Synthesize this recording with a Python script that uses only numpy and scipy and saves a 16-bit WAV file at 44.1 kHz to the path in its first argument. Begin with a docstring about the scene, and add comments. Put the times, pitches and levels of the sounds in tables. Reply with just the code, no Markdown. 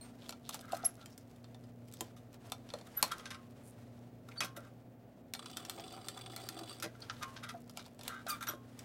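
"""A cylinder-arm sewing machine is inched through thick leather, close by, over the hum of its idling motor.
Presser foot and feed snap as bursts of force through frame resonances; dry joints rasp, groan and squeak
by stick-slip; a jolted spring rings as decaying sines. One slow run rattles the needle bar and gears.
The leather is turned by hand: filtered noise slides, random ticks creak. A small workshop answers briefly."""
import sys
import numpy as np
from scipy import signal
from scipy.fft import rfft, irfft
from scipy.io import wavfile
from scipy.ndimage import uniform_filter1d

SR = 44100
rng = np.random.default_rng(int(sys.argv[2]) if len(sys.argv) > 2 else 0)


def store_pcm(level_fs):
    """Save levels as 16-bit WAV."""
    pcm = np.round(np.clip(level_fs, -1, 1) * 32767).astype(np.int16)
    wavfile.write(sys.argv[1], SR, np.atleast_2d(pcm).T)


N = 389844
TIME = np.arange(N) / SR
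TOP_HZ = 15900  # upper limit of the microphone path


def undb(db):
    """Decibels to gain."""
    return 10 ** (np.asarray(db) / 20)


def unit(x):
    """Scale to an rms of one."""
    return x / np.sqrt(np.mean(x ** 2) + 1e-20)


def gain_curve(rows):
    """Sum, as power, movements that each build up and die away at the same pace."""
    power = 0
    for peak_s, fade_s, db in rows:
        power = power + (undb(db) * np.exp(-np.abs(TIME - peak_s) / fade_s)) ** 2
    return np.sqrt(power)


def walk(rate):
    """Slow random drift with an rms of one, drawn afresh about `rate` times a second."""
    hold = int(SR / rate)
    steps = np.repeat(rng.standard_normal(N // hold + 1), hold)
    return unit(uniform_filter1d(uniform_filter1d(steps, hold), hold)[:N])


def colour(x, points):
    """Shape a sound by a spectrum of (frequency [Hz], level [dB]), interpolated over log frequency."""
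    hz, db = np.transpose(points)
    f = np.maximum(np.fft.rfftfreq(len(x), 1 / SR), 1)
    gain = undb(np.interp(np.log(f), np.log(hz), db))
    return irfft(rfft(x) * gain, len(x))


def ring(x, modes):
    """Drive a set of resonances (frequency [Hz], width [Hz], level [dB])."""
    out = 0
    for hz, width, db in modes:
        out = out + undb(db) * signal.lfilter(*signal.iirpeak(hz, hz / width, fs=SR), x)
    return out


def grains(rate, spread_db):
    """Random tiny impacts, `rate` a second, most of them weak and a few strong."""
    hit = rng.random(N) < rate / SR
    size = np.minimum(rng.exponential(size=N), 4)
    return hit * undb(spread_db * size) * rng.choice([-1, 1], N)


def crackle(rate, spread_db, fade_s):
    """Random ticks, each a very short burst of noise."""
    hits = np.abs(grains(rate, spread_db))
    envelope = signal.lfilter([1], [1, -np.exp(-1 / (fade_s * SR))], hits)
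    return envelope * rng.standard_normal(N)


def add(out, s, x):
    """Mix a sound in at a time."""
    i = max(int(s * SR), 0)
    out[i:i + len(x)] += x[:N - i]


def contact(force, span_s, db, colour_db, body, body_db, soft_hz=450, place_db=9.5):
    """A contact force heard through a body's modes as thud, knock, middle and edge, levelled over its first span."""
    # each contact lands elsewhere and favours other modes
    modes = [(hz, width, mode_db + place_db * rng.uniform(-1.8, 1)) for hz, width, mode_db in body]
    heard = force + undb(body_db) * ring(force, modes)
    thud_db, knock_db, edge_db = colour_db
    # a softer contact has a weaker edge that also ends lower
    top_hz = np.clip(14500 + soft_hz * edge_db, 9000, 15800)
    bands_hz = [(560, 1080), (1150, 2400), (2400, 6000), (6000, top_hz)]
    out = 0
    for band, band_db in zip(bands_hz, (thud_db, knock_db, 0, edge_db)):
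        part = signal.sosfilt(signal.butter(3, band, "band", fs=SR, output="sos"), heard)
        first_rms = np.std(part[:int(span_s * SR)])
        out = out + undb(db + band_db) * part / first_rms
    return out


def room(x, wet_db, low_t60=0.46, high_t60=0.17):
    """A small workshop: a short diffuse tail whose treble dies first."""
    t = TIME[:SR // 2]
    low = colour(rng.standard_normal(len(t)), [(1500, -3.5), (5000, -25.0), (16000, -39.5)])
    high = colour(rng.standard_normal(len(t)), [(1500, 13.5), (5000, 7.0), (16000, 1.0)])
    tail = low * undb(-60 * t / low_t60) + high * undb(-60 * t / high_t60)
    tail = tail * (t > .004)  # the tail comes in 4 ms after the sound
    return undb(wet_db) * signal.fftconvolve(x, tail / np.linalg.norm(tail))[:N]


# steady motor and mains lines, before their waver: (frequency [Hz], rms level [dB])
HUM_LINES = [(59, -78.5), (120, -76.5), (240, -61.5), (270.5, -67.5)]
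# spectrum of the fan's rush: (frequency [Hz], relative level [dB])
FAN_COLOUR = [(25, -31.5), (40, -35.5), (58, -7.5), (72, -12), (100, 6), (140, 1), (215, 0), (300, -3.5),
              (700, -6.5), (1000, -21.5), (2000, -27), (5000, -48.5), (10000, -46), (16000, -32)]
# slow beat of the rotor hum: period, time of one crest, depth 0-1
BEAT_S, BEAT_CREST_S, BEAT_DEPTH = 2.4, 4.31, 0.45


def motor(air_db=-58.5, drift_rad=0.51, waver_db=3.5, rotor_hz=118.9, rotor_db=-61.0):
    """The idling motor: a slowly beating rotor hum just under the mains hum, wavering lines and its fan's rush."""
    beat = 1 + BEAT_DEPTH * np.cos(2 * np.pi * (TIME - BEAT_CREST_S) / BEAT_S)
    rotor = undb(rotor_db) * beat * np.sin(2 * np.pi * rotor_hz * TIME + drift_rad * walk(3))
    lines = 0
    for hz, db in HUM_LINES:
        level = undb(db + waver_db * np.tanh(walk(4.4)))
        lines = lines + level * np.sin(2 * np.pi * hz * TIME + drift_rad * walk(2.4))
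    air = unit(colour(rng.standard_normal(N), FAN_COLOUR))
    return np.sqrt(2) * (rotor + lines) + undb(air_db + 0.16 * walk(3.6)) * air


# pushes of the hand that slide the leather over the arm: (time of peak [s], fade [s], relative level [dB])
PUSHES = [(0.03, 0.15, -63), (.27, 0.039, -64), (.8, 0.27, -65), (1.45, 0.36, -82), (2.04, 0.095, -66.5),
          (2.345, 0.016, -59), (2.47, 0.039, -58), (2.76, 0.069, -62.5), (3.08, 0.16, -53.5),
          (3.8, 0.24, -70), (4.33, 0.047, -63), (4.66, 0.079, -71), (7.22, 0.18, -57), (7.82, 0.079, -65),
          (8.09, 0.045, -53), (8.35, 0.075, -54.5), (8.84, 0.11, -60.5)]
# the hide is bent and its fibres crackle: (time of peak [s], fade [s], level [dB])
BENDS = [(0.3, 0.043, -63), (0.56, 0.033, -59), (0.8, 0.13, -63.5), (1.1, 0.12, -71.5), (1.33, 0.088, -72),
         (1.6, 0.08, -76), (1.95, 0.1, -68.5), (7.6, 0.2, -73), (7.84, 0.082, -67), (8.15, 0.055, -64)]
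# spectrum of the sliding hide: (frequency [Hz], relative level [dB])
SLIDE_COLOUR = [(700, 10), (1500, 5), (3500, 0), (6000, -4), (9000, -6.5), (12000, -10), (16000, -17)]
HOLD_DB = -73  # the hide merely held, on the same scale as the pushes


def leather(slide_db=-1.5, creak_db=-9, creak_s=0.0015, fibre_s=0.0006):
    """The hide slides with a fine, uneven hiss and, when pushed or bent, its fibres give in lone ticks."""
    pushed = gain_curve(PUSHES)
    slide = unit(colour(rng.standard_normal(N), SLIDE_COLOUR)) * undb(2 * walk(60))
    fibre_colour = [(800, -30.5), (3000, 5), (5000, 8.0), (9000, 5), (16000, 1.5)]
    creak = unit(colour(crackle(rate=35, spread_db=6.5, fade_s=creak_s), fibre_colour))
    fibres = unit(colour(crackle(rate=93, spread_db=4.0, fade_s=fibre_s), fibre_colour))
    sliding = (pushed + undb(HOLD_DB)) * undb(slide_db) * slide
    creaking = pushed * undb(creak_db) * creak
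    return sliding + creaking + gain_curve(BENDS) * fibres


# hide and thread drawn tight: (time of peak [s], half length [s], centre frequency [Hz], level [dB])
RUSTLES = [(0.25, 0.041, 3460, -61), (0.463, 0.019, 3600, -62), (0.52, 0.032, 3640, -55),
           (1.02, 0.016, 3620, -62), (1.122, 0.023, 5300, -68), (1.212, 0.015, 5400, -73),
           (1.98, 0.063, 5000, -67.5), (2.07, 0.032, 4800, -73), (3.68, 0.038, 9300, -62.5),
           (4.319, 0.0065, 2220, -57), (7.17, 0.03, 3800, -64), (7.793, 0.03, 3800, -58),
           (7.858, 0.0071, 4070, -56), (8.05, 0.036, 3470, -61)]


def rustles(width_share=0.23):
    """Hide and thread rustle in gritty swells of tiny catches, each around its own pitch."""
    catches = grains(rate=660, spread_db=3.5)
    out = np.zeros(N)
    for peak_s, half_s, hz, db in RUSTLES:
        swell = np.exp(-((TIME - peak_s) / half_s) ** 2)
        out += undb(db) * swell * unit(ring(catches, [(hz, width_share * hz, 0)]))
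    return out


# the lifter settling and shaking the table: (time [s], peak level [dB])
THUMPS = [(0.731, -43.5), (2.011, -38.5), (3.028, -37), (4.415, -43), (4.442, -40), (4.571, -41),
          (6.837, -38.5), (6.859, -36), (8.489, -43), (8.536, -40.5)]
# resonances of the table: (frequency [Hz], width [Hz], level [dB])
TABLE_MODES = [(184, 40, -10), (237, 40, 2), (334, 45, 4), (437, 70, 1), (558, 45, 6.5)]


def thumps(push_s=0.0081):
    """Soft blows, short fading noise, sound the low modes of the table."""
    out, t = np.zeros(N), TIME[:SR // 4]
    low_pass = signal.butter(2, 700, fs=SR, output="sos")
    for s, db in THUMPS:
        push = rng.standard_normal(len(t)) * np.exp(-t / push_s)
        thump = signal.sosfilt(low_pass, ring(push, TABLE_MODES))
        add(out, s, undb(db) * thump / np.abs(thump).max())
    return out


# jolts that set the presser spring ringing: (time [s], level [dB])
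TWANGS = [(3.123, -59), (3.306, -55.5), (4.409, -48.5), (7.232, -48.5), (8.488, -54)]
# modes of the presser spring, before scatter: (frequency [Hz], t60 [s], relative level [dB])
PRESSER_SPRING = [(1071, 0.46, 1), (989, 0.29, -13), (1175, 0.4, -3), (1335, 0.24, -7.5), (1560, 0.22, -5),
                  (2940, 0.26, -9.5)]
# plucks of the thread on the tension spring: (time [s], level [dB])
PINGS = [(0.012, -50), (5.367, -60)]
# modes of the fine thread-tension spring, before scatter: (frequency [Hz], t60 [s], relative level [dB])
TENSION_SPRING = [(4230, 0.094, -5), (8660, 0.18, 1), (15080, 0.15, -13.5)]


def twangs(jolts, modes, scatter_db=2, buzz_rad=0.29):
    """A spring is jolted and its modes ring on as decaying sines, buzzing a little against its seat."""
    out, t = np.zeros(N), TIME[:SR]
    seat = walk(70)
    for s, db in jolts:
        for hz, t60, mode_db in modes:
            phase = 2 * np.pi * hz * t + buzz_rad * np.roll(seat, rng.integers(N))[:SR]
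            start_db = db + mode_db + scatter_db * rng.standard_normal()
            add(out, s, undb(start_db - 60 * t / t60) * np.sin(phase))
    return out


# stick-slip tones, high from dry steel, low from the needle in leather:
# (time of peak [s], half length [s], pitch at peak [Hz], peak level before flutter [dB], roughness [rad])
SQUEAKS = [(0.734, 0.0033, 705, -28.5, 0.32), (0.84, 0.0037, 708, -37, 0.4),
           (0.851, 0.0039, 5630, -36.5, 1.3), (0.861, 0.0077, 11090, -22, .15),
           (2.742, 0.0039, 552, -35, 0.13), (2.978, 0.0067, 11880, -28.5, 0.45),
           (2.992, 0.0088, 12160, -41, .4), (4.387, 0.0097, 4530, -38.5, 0.28),
           (4.423, 0.0098, 2520, -38, 0.89), (7.024, 0.0053, 4350, -44, 1.2),
           (7.022, 0.0028, 4850, -48.5, 0.46), (5.788, 0.009, 657, -45.5, 0.98),
           (5.981, 0.0046, 805, -48.5, 0.66), (6.169, .007, 757, -49, 0.69),
           (6.387, 0.0039, 724, -46, 0.55), (6.574, 0.0062, 680, -50, 0.86),
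           (7.551, 0.0078, 706, -41.5, .3), (8.267, 0.0028, 710, -38.5, 0.35),
           (8.307, 0.0056, 4700, -35.5, 0.77), (8.303, .008, 14200, -40, .9),
           (8.305, 0.008, 8940, -44, 1.2), (8.49, 0.0072, 5770, -36, 0.22),
           (8.492, 0.011, 12080, -35.5, 0.99)]


def squeaks(overtone_db=-18, sag_hz=15, flutter=0.19):
    """Brief tones that swell, sag and judder as a joint sticks and slips; the lower ones carry an octave."""
    out, judder = np.zeros(N), walk(800)
    for peak_s, half_s, hz, db, rough in SQUEAKS:
        u = np.arange(-3, 3, 1 / (half_s * SR))  # time from the peak, in half lengths
        roughness = rough * judder[int(peak_s * SR):][:len(u)]
        phase = 2 * np.pi * np.cumsum(hz - sag_hz * u) / SR + roughness
        octave = (2 * hz < TOP_HZ) * undb(overtone_db) * np.sin(2 * phase)
        add(out, peak_s - 3 * half_s, undb(db) * np.exp(-u ** 2) * (np.sin(phase) + octave))
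    return out * (1 + flutter * walk(760))


# a dry bearing groans as the shaft is eased round: (time [s], pitch [Hz], relative level [dB])
GROAN = [(8.268, 1275, -64), (8.287, 1274, -51), (8.299, 1231, -49), (8.308, 1230, -39), (8.322, 1214, -44),
         (8.334, 1178, -41.5), (8.37, 1175, -59)]
# fundamental and overtones of the groan: relative level [dB]
GROAN_PARTIALS = [0.5, -8.5, -10.5, -13, -24, -26, -17]


def groan(rough_rad=0.24, flutter_db=2):
    """A bearing sticks and slips at an even, falling rate: a short juddering tone rich in overtones."""
    s, hz, db = np.transpose(GROAN)
    phase = 2 * np.pi * np.cumsum(np.interp(TIME, s, hz)) / SR + rough_rad * walk(640)
    tone = 0
    for number, partial_db in enumerate(GROAN_PARTIALS, start=1):
        tone = tone + undb(partial_db) * np.sin(number * phase)
    level = undb(np.interp(TIME, s, db) + flutter_db * walk(300))
    return unit(tone) * level * ((TIME > s[0]) & (TIME < s[-1]))


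# strokes of the foot linkage, rasping as it moves: (start [s], length [s], level at the start [dB])
RASPS = [(0.63, 0.032, -52.5), (0.683, 0.22, -52.5), (0.975, 0.073, -61.5), (2.975, 0.039, -45.5),
         (3.066, 0.34, -57), (3.111, 0.038, -43), (4.363, 0.02, -49), (4.553, 0.13, -59),
         (7.087, 0.11, -62), (7.217, 0.039, -42.5), (7.425, 0.09, -48.5), (8.094, 0.13, -46.5),
         (8.27, 0.12, -46), (8.411, 0.033, -41.5), (8.473, 0.068, -43)]
# spectrum of the rasp: (frequency [Hz], relative level [dB])
RASP_COLOUR = [(600, -21), (1200, -1.5), (1480, -0.5), (2000, -4.5), (5000, -13.5)]
# resonances of the foot linkage: (frequency [Hz], width [Hz], relative level [dB])
LINKAGE_MODES = [(1275, 53, 1.5), (1384, 70, 3.5), (1553, 55, 0.5), (1960, 160, -9), (2470, 20, -9),
                 (2950, 32, -7), (3280, 90, -5.5), (3670, 200, -5), (5170, 96, -13), (5980, 83, -9.5)]
RASP_FADE_DB = 9.5  # a stroke eases by this much from start to end


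def rasps(soften_s=0.015, place_db=3, shift=0.027):
    """A dry pivot catches over and over, less as the stroke ends; each stroke rings the linkage a little differently."""
    out, count = np.zeros(N), SR // 2
    catches = grains(rate=730, spread_db=1.5)
    t = TIME[:count] - soften_s
    for s, length_s, db in RASPS:
        stretch = 1 + shift * rng.uniform(-0.85, 1)
        modes = [(hz * stretch, width, mode_db + place_db * rng.standard_normal())
                 for hz, width, mode_db in LINKAGE_MODES]
        force = np.roll(catches, -int(s * SR))[:count]
        rasp = unit(colour(ring(force, modes), RASP_COLOUR))
        easing_db = RASP_FADE_DB * np.clip(t / length_s, 0, 1)
        effort = undb(db - easing_db) * ((t > 0) & (t < length_s))
        add(out, s - soften_s, rasp * uniform_filter1d(effort, int(soften_s * SR)))
    return out


# parts and leather slipping under load:
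# (time of peak [s], rise [s], fall [s], level of the middle band [dB], bright edge re level [dB])
SLIPS = [(0.548, 0.02, 0.015, -53.5, -3), (0.752, 0.041, 0.0094, -59, -1), (0.85, 0.0078, 0.015, -55, 8),
         (2.019, 0.0034, 0.013, -75, 1), (2.168, 0.0039, 0.018, -66.5, -2.5),
         (2.872, 0.0077, 0.0052, -63.5, -1), (3.119, 0.0049, 0.0097, -43, -5),
         (3.195, 0.0041, 0.012, -56.5, -8), (3.257, 0.0021, 0.015, -49.5, -8),
         (3.306, 0.0024, 0.018, -48.5, -7), (3.346, 0.0028, 0.0096, -54, -8),
         (4.288, 0.0016, 0.0048, -59.5, -3), (4.406, 0.0015, 0.023, -38, -6),
         (4.447, 0.0042, 0.0087, -51.5, 2.5), (4.566, 0.002, 0.011, -55, 1),
         (6.826, 0.0021, 0.012, -44, -1), (6.842, 0.0033, 0.013, -46.5, -6),
         (7.024, 0.0014, 0.026, -59, -19), (6.953, 0.00213, 0.0014, -68, -15),
         (7.099, 0.0023, 0.0076, -44, -23), (7.232, 0.0077, 0.0068, -46, -5.5),
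         (7.363, 0.0023, 0.017, -52.5, -25), (7.436, 0.0032, 0.0092, -50.5, -6),
         (7.491, 0.0032, 0.013, -49.5, -6.5), (7.794, 0.0035, 0.017, -56.5, -11),
         (8.299, 0.017, 0.022, -53.5, 8.5), (8.409, 0.0014, 0.0072, -56, 0),
         (8.426, 0.0033, 0.012, -49, -1.5), (8.473, 0.0045, 0.006, -46, -4),
         (8.489, 0.0045, 0.024, -49, -4)]
SLIP_THUD_DB, SLIP_KNOCK_DB = -10.5, 1  # re a slip's level; the knock is that of a slip of the usual length
USUAL_SLIP_S, KNOCK_DB_PER_DOUBLING = 0.015, -3.5  # the longer a slip lasts, the less it knocks


def slips(grain_db=3):
    """Each slip is a dense train of catches in the linkage that swells and dies away."""
    out, t = np.zeros(N), TIME[:SR // 4]
    catches = grains(rate=2800, spread_db=grain_db)
    for s, rise_s, fall_s, db, edge_db in SLIPS:
        from_peak = t - rise_s
        swell = np.where(t < rise_s, np.exp(from_peak / rise_s), np.exp(-np.abs(from_peak) / fall_s))
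        force = swell * np.roll(catches, -int(s * SR))[:len(t)]
        length_s = rise_s + fall_s
        knock_db = SLIP_KNOCK_DB + KNOCK_DB_PER_DOUBLING * np.log2(length_s / USUAL_SLIP_S)
        colour_db = SLIP_THUD_DB, knock_db, edge_db
        add(out, s - rise_s, contact(force, length_s, db, colour_db, LINKAGE_MODES, body_db=9))
    return out


# knocks of needle, hook and take-up during the run: (time [s], relative level [dB], relative low body [dB])
TICKS = [(5.3915, -34.5, -9), (5.425, -42, -7), (5.4575, -34.5, -10), (5.4816, -45, -10), (5.498, -41, -21),
         (5.5308, -41.5, -17), (5.7214, -51, -3), (5.745, -58, -12), (5.7763, -44, -5), (5.8374, -40, -12),
         (5.877, -40, -17), (5.906, -44, -11), (5.9358, -45.5, -4), (6.0127, -44, -11), (6.0428, -44, -9),
         (6.1442, -46, -18), (6.1727, -35.5, -8.5), (6.21, -37, -14), (6.2364, -48, -12),
         (6.2598, -36, -12), (6.297, -46, -16.5), (6.318, -46, -20), (6.3815, -54, -6), (6.4312, -47, -11),
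         (6.556, -59, -16), (6.574, -43, -19), (6.5904, -41.5, -6), (6.6334, -39.5, -14), (6.6733, -47, -6),
         (6.7056, -43, -7)]
# resonances of the needle bar: (frequency [Hz], width [Hz], relative level [dB])
NEEDLE_BAR_MODES = [(1260, 150, 9), (2340, 140, -19), (3000, 200, 2), (3450, 97, 14.5), (3920, 240, 4),
                    (4620, 105, 11.5), (5100, 190, -17), (5850, 360, -18), (7440, 200, -1), (8030, 200, 5),
                    (8500, 130, 3), (8550, 110, 3)]


def ticks(level_db=-13.5, rise_s=0.0016, fall_s=0.0043, thud_db=1, knock_db=5, edge_db=-6, bar_db=11):
    """Needle, hook and take-up knock through the run and ring the needle bar."""
    out, t = np.zeros(N), TIME[:SR // 10]
    for s, db, low_db in TICKS:
        force = rng.standard_normal(len(t)) * (1 - np.exp(-t / rise_s)) * np.exp(-t / fall_s)
        colour_db = low_db + thud_db, low_db + knock_db, edge_db
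        add(out, s, contact(force, 2 * fall_s, db + level_db, colour_db, NEEDLE_BAR_MODES, bar_db))
    return out


# resonances of the gear casting: (frequency [Hz], width [Hz], relative level [dB])
GEAR_MODES = [(255, 24, -4), (338, 46, -5.5), (396, 50, -3), (567, 34, -2.5), (726, 44, 4.5),
              (1030, 100, -11), (1270, 310, -19)]
RUN_START_S, RUN_STOP_S, RUN_DB = 5.345, 6.79, -56  # RUN_DB scales all the layers of the run
SPIN_UP_S, SPIN_UP_DB, CLUTCH_S = 0.081, 22, 0.17  # starts this much softer; the clutch grips and lets go in CLUTCH_S
START_SLOWER, GATHER_S = 0.2, 0.19  # starts this share under full speed and gathers pace in GATHER_S
WHINE_HZ, WHINE_DB = 389, -10  # gear whine at full speed, dB re the run


def running(tooth_hz=40, unevenness=0.15, tick_share=0.28, direct_db=-11, rattle_db=-3.5, growl_db=-3.0,
            whirr=0.47, whine_waver=0.0196, strain_s=0.037, strain_db=-4, shift_db=5.5,
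            clatter_db=-6, clatter_s=0.0033, knock_db=-6, knock_s=0.0053):
    """Gear teeth take up their play one by one and ring the needle bar, whose modes come and go as it travels;
    loose links clatter and knock, the gears whine up to speed and the casting growls, most as the needle enters."""
    clutch = uniform_filter1d(1. * ((TIME > RUN_START_S) & (TIME < RUN_STOP_S)), int(CLUTCH_S * SR))
    since_s = np.abs(TIME - RUN_START_S)
    power = clutch * undb(RUN_DB - SPIN_UP_DB * np.exp(-since_s / SPIN_UP_S))
    speed = 1 - START_SLOWER * np.exp(-since_s / GATHER_S)
    strain = 1 + gain_curve([(needle_s, strain_s, strain_db) for _, needle_s, *_ in RUN_BLOWS])

    # each tooth presses hard, then lets go over a share of its turn
    teeth = np.cumsum(tooth_hz * speed * (1 + unevenness * walk(12))) / SR
    pressure = np.exp(-(teeth % 1) / tick_share) * undb(2.2 * walk(40)) + whirr
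    force = pressure * grains(rate=3300, spread_db=2.5)
    bar = 0
    for mode in NEEDLE_BAR_MODES:
        bar = bar + ring(force, [mode]) * undb(shift_db * np.tanh(walk(36)))
    direct = colour(force, [(600, 6.0), (1200, 9.0), (5000, 4), (9000, -18), (16000, -1)])
    rattle = unit(bar + undb(direct_db) * direct)

    clatter_colour = [(400, -6), (1200, -3), (2000, -3), (4500, 0.5), (6500, -3), (8500, 1),
                      (10000, -14), (16000, -3.5)]
    clatter = unit(colour(crackle(rate=88, spread_db=4.5, fade_s=clatter_s), clatter_colour))
    knocks = ring(crackle(rate=59, spread_db=2.5, fade_s=knock_s), GEAR_MODES + LINKAGE_MODES)
    knocks = unit(colour(knocks, [(250, -5), (500, -3), (800, 7), (1400, -9), (2400, 3.5), (4000, -8)]))
    growl = ring(pressure * grains(rate=390, spread_db=1.5), GEAR_MODES)
    growl = unit(colour(growl, [(150, -18.0), (300, 9.5), (1400, -3.0), (3000, -24.0)]))
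    whine_hz = WHINE_HZ * speed * (1 + whine_waver * walk(19))
    whine = unit(np.sin(2 * np.pi * np.cumsum(whine_hz) / SR) * undb(1.7 * walk(14)))

    loose = undb(rattle_db + 2.2 * walk(25)) * rattle + undb(clatter_db) * clatter + undb(knock_db) * knocks
    growling = undb(growl_db + 2 * walk(10)) * strain * growl
    return power * (loose + growling + undb(WHINE_DB) * whine)


# resonances of the frame: (frequency [Hz], width [Hz], relative level [dB])
FRAME_MODES = [(491.4, 53, -9.5), (740, 150, 9.5), (870, 55, -2.5), (1012, 53, -4), (1339, 140, 4),
               (1780, 110, 2), (2285, 35, 4), (2660, 37, -2.5), (2855, 70, -6.5), (3180, 39, 3.5),
               (3576, 130, 7.5), (4220, 190, 8), (4960, 100, 4), (5610, 110, 3), (7150, 85, -1.5),
               (7800, 380, 1.5)]
SNAP_KNOCK_DB = -7  # knock of any snap, re its level


def snap(db, thud_db, edge_db, crack_s, clatter_s=0.014, clatter_db=-14, tick_db=-4):
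    """Steel meets steel: a needle-sharp tick, a hard crack, then a short clatter of loose parts."""
    t = TIME[:SR // 8]
    envelope = np.exp(-t / crack_s) + undb(clatter_db) * np.exp(-t / clatter_s)
    force = rng.standard_normal(len(t)) * envelope
    force[0] += undb(tick_db) * np.linalg.norm(force)
    return contact(force, 0.0084, db, (thud_db, SNAP_KNOCK_DB, edge_db), FRAME_MODES, body_db=3.0)


# blows of the powered run:
# (foot lands [s], needle enters [s], feed strikes [s], relative level [dB], feed re foot [dB])
RUN_BLOWS = [(5.337, 5.392, 5.57, -42, -0.5), (5.697, 5.79, 6.8, -42.5, -10),
             (6.085, 6.183, 6.363, -42.5, -3), (6.489, 6.597, 6.728, -43, -16)]
# re the level of each blow
FOOT_THUD_DB, FOOT_EDGE_DB, FEED_THUD_DB, FEED_EDGE_DB = -19, -1.5, -15, -2


def run_blows(blows_db=1, crack_s=.0017):
    """Snaps of the run: feet land with a sharp crack, and feed strikes follow, one of them at the end of the run."""
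    out = np.zeros(N)
    for foot_s, _, feed_s, db, feed_db in RUN_BLOWS:
        add(out, foot_s, snap(db, FOOT_THUD_DB, FOOT_EDGE_DB, crack_s, clatter_db=-10))
        add(out, feed_s, snap(db + feed_db, FEED_THUD_DB, FEED_EDGE_DB, crack_s, clatter_db=-12))
    return undb(blows_db) * out


# single snaps of foot, feed and clutch:
# (time [s], level of the middle band [dB], thud re level [dB], bright edge re level [dB])
SNAPS = [(0.293, -44, -7, -3), (0.325, -52, -1, -10), (0.332, -62, -10, -8), (0.492, -44, -4, 1.5),
         (0.544, -48.5, 0.5, 3.5), (0.592, -55.5, 0, -6), (0.61, -57.5, -10.5, 1), (0.721, -49, -3.5, -2.5),
         (0.75, -52.5, -5.5, -5.5), (0.768, -57.5, -8.5, 2.5), (0.83, -58.5, -12.5, -11),
         (1.059, -54.5, -25, -1), (1.178, -59, -19, 4), (1.361, -70.5, -10, 0), (1.443, -60, -8, -8.5),
         (1.546, -59.5, -1, -9), (1.639, -68.5, -12, -5), (1.884, -67, -16, 1), (1.938, -57, -16, 5),
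         (2.008, -42.5, -3.5, 2.5), (2.047, -72, -10, -3), (2.52, -40, -3.5, -3), (2.69, -57.5, -7, -8),
         (2.703, -51.5, -16, -12), (2.738, -45, -2.5, -7.5), (2.787, -60.5, -1, -4), (2.812, -59, 2.5, -7),
         (3.027, -27, -5.5, -0.5), (5.35, -45.5, -7, -20), (5.65, -49, -13, -4), (5.797, -51, 0, -14),
         (7.696, -56, -10, -3), (7.773, -46, -2.5, -2.5), (7.863, -61.5, 2, -2), (7.992, -58.5, 3.5, -1),
         (8.011, -53, -12, -6), (8.034, -59, -3, 4), (8.079, -41, -11.5, -0.5), (8.267, -49.5, -19, -6.5),
         (8.791, -53.5, -20, 1.5)]


def snaps(usual_crack_s=.003, crack_halves_db=45):
    """Single snaps of foot, feed and clutch, a few of them during the run; the harder the blow, the shorter its crack."""
    out, usual_db = np.zeros(N), np.median(np.array(SNAPS)[:, 1])
    for s, db, thud_db, edge_db in SNAPS:
        crack_s = usual_crack_s * 2 ** ((usual_db - db) / crack_halves_db)
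        add(out, s, snap(db, thud_db, edge_db, crack_s))
    return out


def scene():
    """The machine and the leather in the room, over the motor."""
    hide = leather() + rustles()
    springs = twangs(TWANGS, PRESSER_SPRING) + twangs(PINGS, TENSION_SPRING)
    joints = squeaks() + groan() + rasps() + slips()
    machine = thumps() + springs + joints + ticks() + running() + run_blows() + snaps()
    work = hide + machine
    return (work + room(work, wet_db=-15.0) + motor())[None]


def record(dry):
    """The microphone path cuts the top with a steep low-pass."""
    return signal.sosfilt(signal.ellip(10, .2, 70, TOP_HZ, fs=SR, output="sos"), dry)


dry = scene()
out = record(dry)
store_pcm(out)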